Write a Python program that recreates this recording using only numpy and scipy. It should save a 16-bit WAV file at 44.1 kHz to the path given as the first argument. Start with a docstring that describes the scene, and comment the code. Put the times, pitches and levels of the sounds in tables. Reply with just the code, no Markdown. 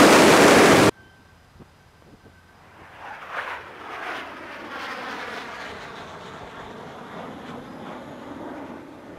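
"""On a carrier's flight deck, a jet at full power overloads the microphone, then cuts dead at 0.9 s.
The open deck follows: idling turbines whine over the ship's hum while wind bumps the microphone.
From about 2.4 s a jet flies past, its roar swelling and fading in the turbulent air and sweeping
against its own echo off the steel deck. Toward the end the hiss recedes and it sinks to a rumble."""
import sys
import numpy as np
from scipy import signal
from scipy.fft import rfft, irfft, next_fast_len
from scipy.io import wavfile
from scipy.ndimage import uniform_filter1d, map_coordinates

SR = 44100
rng = np.random.default_rng(int(sys.argv[2]) if len(sys.argv) > 2 else 0)


def wav_record(signal):
    """Record a signal, one row per channel, as 16-bit PCM in the file named by sys.argv[1]."""
    frames = np.transpose(np.atleast_2d(signal))
    bounded = np.clip(frames, -1, 1)
    # unit amplitude maps onto the largest positive 16-bit level
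    quanta = np.round(bounded * 32767).astype(np.int16)
    wavfile.write(sys.argv[1], SR, quanta)


N = 404838
TIME = np.arange(N) / SR
FRAMES = np.arange(N // 256 + 5) * 256 / SR  # spectrogram frame times, s
HZ = np.fft.rfftfreq(1024, 1 / SR)  # spectrogram bins


# Exhaust EQ at full power: f/Hz, level/dB
BLAST_EQ = [(25, -29), (60, -30), (100, -13), (180, -4.5), (270, 3.5), (480, 1.5), (900, -5), (1450, -7),
            (2400, -11.5), (3300, -18), (7500, -23.5), (10000, -27.5), (15500, -41.5)]
# Drive into the overload, with low buffeting building up: t/s, level/dB, bass lift/dB
BLAST_DRIVE = [(0, -8, -14), (.3, -11, 5), (.5, -10.5, -5), (.7, -11.5, 8), (.82, -13, 10.5),
               (.89, -14.5, 13.5)]

def full_power_jet(buffet_hz=150, shocks_per_s=260, shock_hz=1800, crackle_db=-17, ceiling=0.46):
    """Exhaust turbulence and steep little shocks, squashed by the overloaded microphone."""
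    _, bass_db = follow(BLAST_DRIVE, FRAMES[:, None])
    buffet_db = bass_db / (1 + (HZ / buffet_hz) ** 4)
    roar = unit_rms(spectral_noise(eq_curve(BLAST_EQ, HZ) + buffet_db, patchy_db=0.73))
    shocks = (rng.random(N) < shocks_per_s / SR) * rng.exponential(1, N)
    # each shock jumps at once and relaxes
    crackle = filtered(shocks, lambda f: 1j * f / (shock_hz + 1j * f) ** 2 / (1 + (f / 10500) ** 6))
    level_db, _ = follow(BLAST_DRIVE, TIME)
    flutter_db = 0.62 * drift(5.65, 39.9, TIME)
    pressure = (roar + amp(crackle_db) * unit_rms(crackle)) * amp(level_db - 0.85 + flutter_db)
    return pressure / (1 + (pressure / ceiling) ** 4) ** (1 / 4)  # soft clip


# Flyby EQ, nose-on and tail-on: f/Hz, level/dB
COMING_EQ = [(60, -49), (130, -12.5), (300, 1.5), (750, -1), (1450, -1), (2400, -8), (3400, -17),
             (4400, -28), (6000, -32.5), (8000, -40.5), (9600, -37), (12000, -44), (13700, -40),
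             (15700, -45)]
GOING_EQ = [(30, -45), (70, -21.5), (140, -1), (255, -7), (380, -4), (850, -5), (1600, -10), (2100, -13),
            (2650, -20), (3500, -18), (4800, -30), (6700, -28), (8300, -37.5), (15700, -56)]
# Morph between the two: t/s, share of the tail-on EQ/0-1
EQ_MORPH = [(4.6, 0.08), (5.5, 0.42), (6.2, 1), (9.2, 0.76)]
# Bell of tearing hiss that slides down as the nozzle turns into view: t/s, f/Hz, lift/dB
TEAR_BELL = [(3.5, 5410, 1), (4.4, 4970, 5), (4.85, 4900, 7.5), (5.4, 4700, 4.5), (5.85, 4200, 5),
             (6.2, 3700, 3), (7.5, 3400, 4), (8.5, 3570, 5), (9.1, 3540, -1.5)]
# Rumble, roar and hiss bands: bottom f/Hz, top f/Hz
FLYBY_BANDS = [(170, 500), (600, 2200), (2800, 8000)]

def passing_jet(tear_octaves=0.29, flutter_hz=3000, trim_db=0.57, entry_s=2.35, fade_in_s=0.29):
    """Far exhaust noise; the air fades its rumble, roar and hiss, and shakes the treble most."""
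    going, = follow(EQ_MORPH, FRAMES[:, None])
    tear_hz, tear_db = follow(TEAR_BELL, FRAMES[:, None])
    colour_db = (1 - going) * eq_curve(COMING_EQ, HZ) + going * eq_curve(GOING_EQ, HZ)
    colour_db += tear_db * np.exp(-(np.log2((HZ + 1) / tear_hz) / tear_octaves) ** 2)
    # a three-point EQ pulls each band toward its fader
    lifts_db = []
    for fader_db, (bottom, top) in zip(band_faders(), FLYBY_BANDS):
        power = (amp(colour_db[:, (HZ > bottom) & (HZ < top)]) ** 2).sum(1)
        lifts_db.append(fader_db - 10 * np.log10(power))
    colour_db += np.array([eq_curve([(380, rumble), (900, roar), (3500, hiss)], HZ)
                           for rumble, roar, hiss in zip(*lifts_db)])
    # the flutter eases as the jet turns away
    flutter_db = (1 - 0.3 * going) * drift(7, 32, FRAMES)[:, None] * 2 * HZ / (HZ + flutter_hz)
    exhaust = spectral_noise(colour_db + flutter_db + trim_db, patchy_db=1.5)
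    fade_in = np.clip((TIME - entry_s) / fade_in_s, 0, 1)
    return rasp(exhaust * fade_in)


# Slow fader ride of the pass; the rumble holds to the end: t/s, rumble/dB, roar/dB, hiss/dB
FLYBY_RIDE = [(2.5, -59.5, -57.5, -77), (2.92, -55.5, -45.5, -63.5), (3.3, -52.5, -38.5, -55),
              (3.7, -48.5, -43, -59), (4.4, -46.5, -40.3, -55), (5.0, -44.5, -40, -53),
              (5.5, -46.5, -40.5, -51.5), (6.2, -45.5, -42, -54), (7.3, -44, -44, -58),
              (8.4, -42.5, -43, -60), (9.0, -46, -50, -65.5), (9.18, -42, -48, -66)]
# Swells on top of the ride: peak t/s, half length/s, roar lift/dB, hiss lift/dB
EDDY_SWELLS = [(3.054, 0.081, 2.5, 3), (3.389, 0.047, 10, 9), (3.502, 0.064, 11, 10), (3.937, 0.1, 6.5, 6),
               (4.137, 0.11, 9.5, 12), (4.558, 0.03, 1.5, 4.5), (4.86, 0.13, 4.5, 9.5), (5.14, 0.15, 4, 7),
               (5.367, 0.084, 5.5, 7), (5.65, 0.11, 1.5, 5.5), (5.837, 0.026, 0, 5.5),
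               (5.996, 0.026, 5, 5.5), (6.09, 0.021, -1.5, 3.5), (6.29, 0.054, -0.5, 3.5),
               (6.594, 0.049, 7, 0.5), (7.206, .09, 5.5, 3), (7.494, 0.037, 4, 8), (7.903, 0.062, 5, 5.5),
               (8.58, 0.2, 5, 1.5)]

def band_faders(rumble_share=0.23):
    """Rumble, roar and hiss in dB: the slow pass, swelling as eddies focus the sound on the deck."""
    rumble, roar, hiss = follow(FLYBY_RIDE, FRAMES)
    for peak_s, half_s, roar_db, hiss_db in EDDY_SWELLS:
        swell = np.exp(-((FRAMES - peak_s) / half_s) ** 2)
        rumble += rumble_share * roar_db * swell  # long waves are hardly focused
        roar += roar_db * swell
        hiss += hiss_db * swell
    return rumble, roar, hiss


def rasp(exhaust, depth_db=2.2, corner_hz=3500):
    """The exhaust's top end tears in millisecond bursts."""
    treble = filtered(exhaust, lambda f: f ** 2 / (f ** 2 + corner_hz ** 2))
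    bursts = unit_rms(amp(depth_db * drift(110, 900, TIME)))
    return exhaust + treble * (bursts - 1)


# Delay of the deck bounce, longest when the jet stands highest: t/s, lag/ms
BOUNCE_DELAY = [(2.6, .95), (3.1, 1.15), (3.4, 1.8), (4.05, 2.55), (4.7, 3.55), (5.15, 3.98), (5.8, 4.4),
                (6.4, 4.42), (7.5, 3.9), (8.1, 3.35), (9.2, 3.25)]

def deck_echo(direct, dull_hz=1500, lag_rad=0.43, base_gain=0.35, abeam_s=5.12, abeam_half_s=0.79):
    """The steel deck returns a duller copy; its moving delay sweeps a flanging comb through the roar."""
    lag_ms, = follow(BOUNCE_DELAY, TIME)
    lag_ms += 0.06 * drift(2, 14, TIME)  # turbulence bends the paths and blurs the upper teeth

    def rolloff(f):
        return 1 / np.hypot(1, f / dull_hz)

    # the bounce dulls the treble and holds back the phase of the bass
    bounce = filtered(direct, lambda f: rolloff(f) * np.exp(-1j * lag_rad * rolloff(f)))
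    echo = map_coordinates(bounce, [(TIME - lag_ms / 1000) * SR], order=3)
    # strongest while the jet is abeam, over bare steel
    echo_gain = base_gain + 0.27 * np.exp(-((TIME - abeam_s) / abeam_half_s) ** 2)
    # direct sound and echo share the power
    return filtered(direct + echo_gain * echo, lambda f: 1 / np.hypot(1, base_gain * rolloff(f)))


# Wind thumps: peak t/s, half length/s, level/dB, low-pass f/Hz
WIND_BUMPS = [(1.038, 0.068, -52, 357), (1.205, 0.025, -50.5, 260), (1.56, 0.0093, -47, 150),
              (1.607, 0.013, -41, 230), (1.622, 0.0095, -43.5, 750), (2.024, 0.0022, -42.5, 900),
              (2.08, 0.04, -49, 420), (2.142, 0.015, -40.5, 298), (2.269, 0.024, -46, 480),
              (2.82, 0.015, -49, 270), (5.76, 0.15, -51, 130), (6.037, 0.023, -49, 100),
              (6.442, 0.021, -39, 130), (6.647, 0.068, -48, 150), (7.61, 0.059, -49, 120)]

def wind(low_cut_hz=70, steepness=2.75):
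    """Eddies strike the microphone in short, low puffs."""
    bumps = np.zeros(N)
    for peak_s, half_s, db, corner_hz in WIND_BUMPS:
        puff = filtered(rng.standard_normal(N),
                        lambda f: f / np.hypot(f, low_cut_hz) / (1 + (f / corner_hz) ** steepness))
        bumps += amp(db) * unit_rms(puff) * np.exp(-((TIME - peak_s) / half_s) ** 2)
    return bumps


# Steady whines of the idling turbines: f/Hz, half width/Hz, level/dB
IDLE_WHINES = [(745, 25, -72), (1558, 20, -66.5), (1990, 50, -77), (3120, 60, -81), (4985, 50, -74.5),
               (5950, 90, -80), (6940, 90, -87)]
# Turbine whistles, exhaust howls, and low drones where the deck echo reinforces the jet's roar:
# peak t/s, sigma/s, f/Hz, half width/Hz, level/dB
SWELLING_TONES = [(1.044, 0.11, 1553, 4.3, -56), (1.075, .06, 3100, 27, -64), (1.32, 0.05, 1550, 12, -61),
                  (2.42, 0.12, 1540, 28, -60), (3.1, 0.05, 867, 68, -40), (4.037, 0.078, 710, 57, -38),
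                  (5.302, 0.06, 487, 49, -41.5), (7.6, 0.42, 251, 27, -43.5), (7.7, 1, 11100, 520, -72.5),
                  (7.724, .08, 4990, 130, -67), (8.15, .2, 6750, 220, -71), (8.51, 0.39, 279, 46, -42)]
# Duck on the whines and the hum as the jet arrives: t/s, level/dB
IDLE_DUCK = [(0.9, 0), (2.6, -1.5), (3.6, -4), (9.2, -4)]

def tones_and_hum():
    """Idle whines and passing whistles, howls and low drones waver above the ship's hum."""
    duck_db, = follow(IDLE_DUCK, TIME)
    hum = amp(duck_db) * ship_hum()
    tones = amp(duck_db) * sum(amp(db) * fuzzy_tone(hz, width) for hz, width, db in IDLE_WHINES)
    for peak_s, sigma_s, hz, width, db in SWELLING_TONES:
        swell = np.exp(-((TIME - peak_s) / sigma_s) ** 2 / 2)
        tones += amp(db) * swell * fuzzy_tone(hz, width)
    waver_db = 0.2 * drift(3.3, 11, TIME)
    return tones * amp(waver_db) + hum


def ship_hum(hz=87, level_db=-58.5, waver_db=4.0):
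    """The ship's machinery drones on one low note, wobbling in pitch and level."""
    cycles = hz * TIME + 0.2 * drift(0.5, 5, TIME)
    waver = amp(waver_db * drift(0.834, 4, TIME))
    return amp(level_db) * unit_rms(np.sin(2 * np.pi * cycles) * waver)


# EQ of the ambience bed: f/Hz, level/dB
WASH_EQ = [(25, -2), (60, -4), (90, 2.5), (180, -2), (260, -8.5), (500, -9.5), (1000, -8.5), (1800, -15),
           (2600, -18.5), (4000, -21.5), (6500, -29), (10000, -32), (13000, -34), (15500, -44)]

def deck_wash(level_db=-54):
    """Distant machinery and sea air blend into a steady bed."""
    return amp(level_db) * unit_rms(spectral_noise(eq_curve(WASH_EQ, HZ), patchy_db=0.2))


def amp(db):
    """Decibels to gain."""
    return 10 ** (np.asarray(db) / 20)


def unit_rms(x):
    """Scales to rms 1."""
    return x / np.sqrt(np.mean(x ** 2) + 1e-20)


def eq_curve(points, hz):
    """An EQ table's dB at hz, interpolated on a log-frequency axis."""
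    f, db = np.transpose(points)
    return np.interp(np.log(hz + 1), np.log(f), db)


def follow(rows, t):
    """Every lane of an automation table at the times t."""
    times, *lanes = np.transpose(rows)
    return [np.interp(t, times, lane) for lane in lanes]


def filtered(x, gain):
    """Filters x by a gain that is a function of frequency."""
    size = next_fast_len(len(x))
    return irfft(rfft(x, size) * gain(np.fft.rfftfreq(size, 1 / SR)), size)[:len(x)]


def drift(slow_hz, fast_hz, t):
    """A random LFO of rms 1 between two rates."""
    rates = np.geomspace(slow_hz, fast_hz, num=30)
    return unit_rms(sum(np.sin(2 * np.pi * (f * t + rng.random())) / np.sqrt(f) for f in rates))


def spectral_noise(field_db, patchy_db):
    """Noise painted from a frames x bins level field, mottled with random patches."""
    real, imag, patches = rng.standard_normal((3, len(FRAMES), len(HZ)))
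    patches = uniform_filter1d(patches, size=14, axis=0)
    patches = unit_rms(uniform_filter1d(patches, size=16, axis=1))
    spectra = (real + 1j * imag) * amp(field_db + patchy_db * patches)
    _, noise = signal.istft(spectra.T, nperseg=1024, noverlap=768)
    return noise[:N] / np.sqrt(2 / 3)


def fuzzy_tone(hz, half_width_hz):
    """Noise in one narrow resonance."""
    return unit_rms(filtered(rng.standard_normal(N), lambda f: 1 / (1 + ((f - hz) / half_width_hz) ** 2)))


def scene(cut_s=0.896):
    """The full-power roar, then a hard cut to the open deck and the flyby."""
    open_deck = deck_wash() + tones_and_hum() + wind() + deck_echo(passing_jet())
    before_cut = np.clip((cut_s - TIME) / 0.002, 0, 1)
    return (before_cut * full_power_jet() + (1 - before_cut) * open_deck)[None]


def record(dry, low_cut_hz=42, high_cut_hz=15720):
    """The microphone's low cut and the recorder's band limit."""
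    thinned = filtered(dry[0], lambda f: f ** 2 / np.hypot(f ** 2, low_cut_hz ** 2))
    low_pass = signal.firwin(511, high_cut_hz, window=("kaiser", 9), fs=SR)
    return signal.oaconvolve(thinned, low_pass, "same")[None]


dry = scene()
out = record(dry)
wav_record(out)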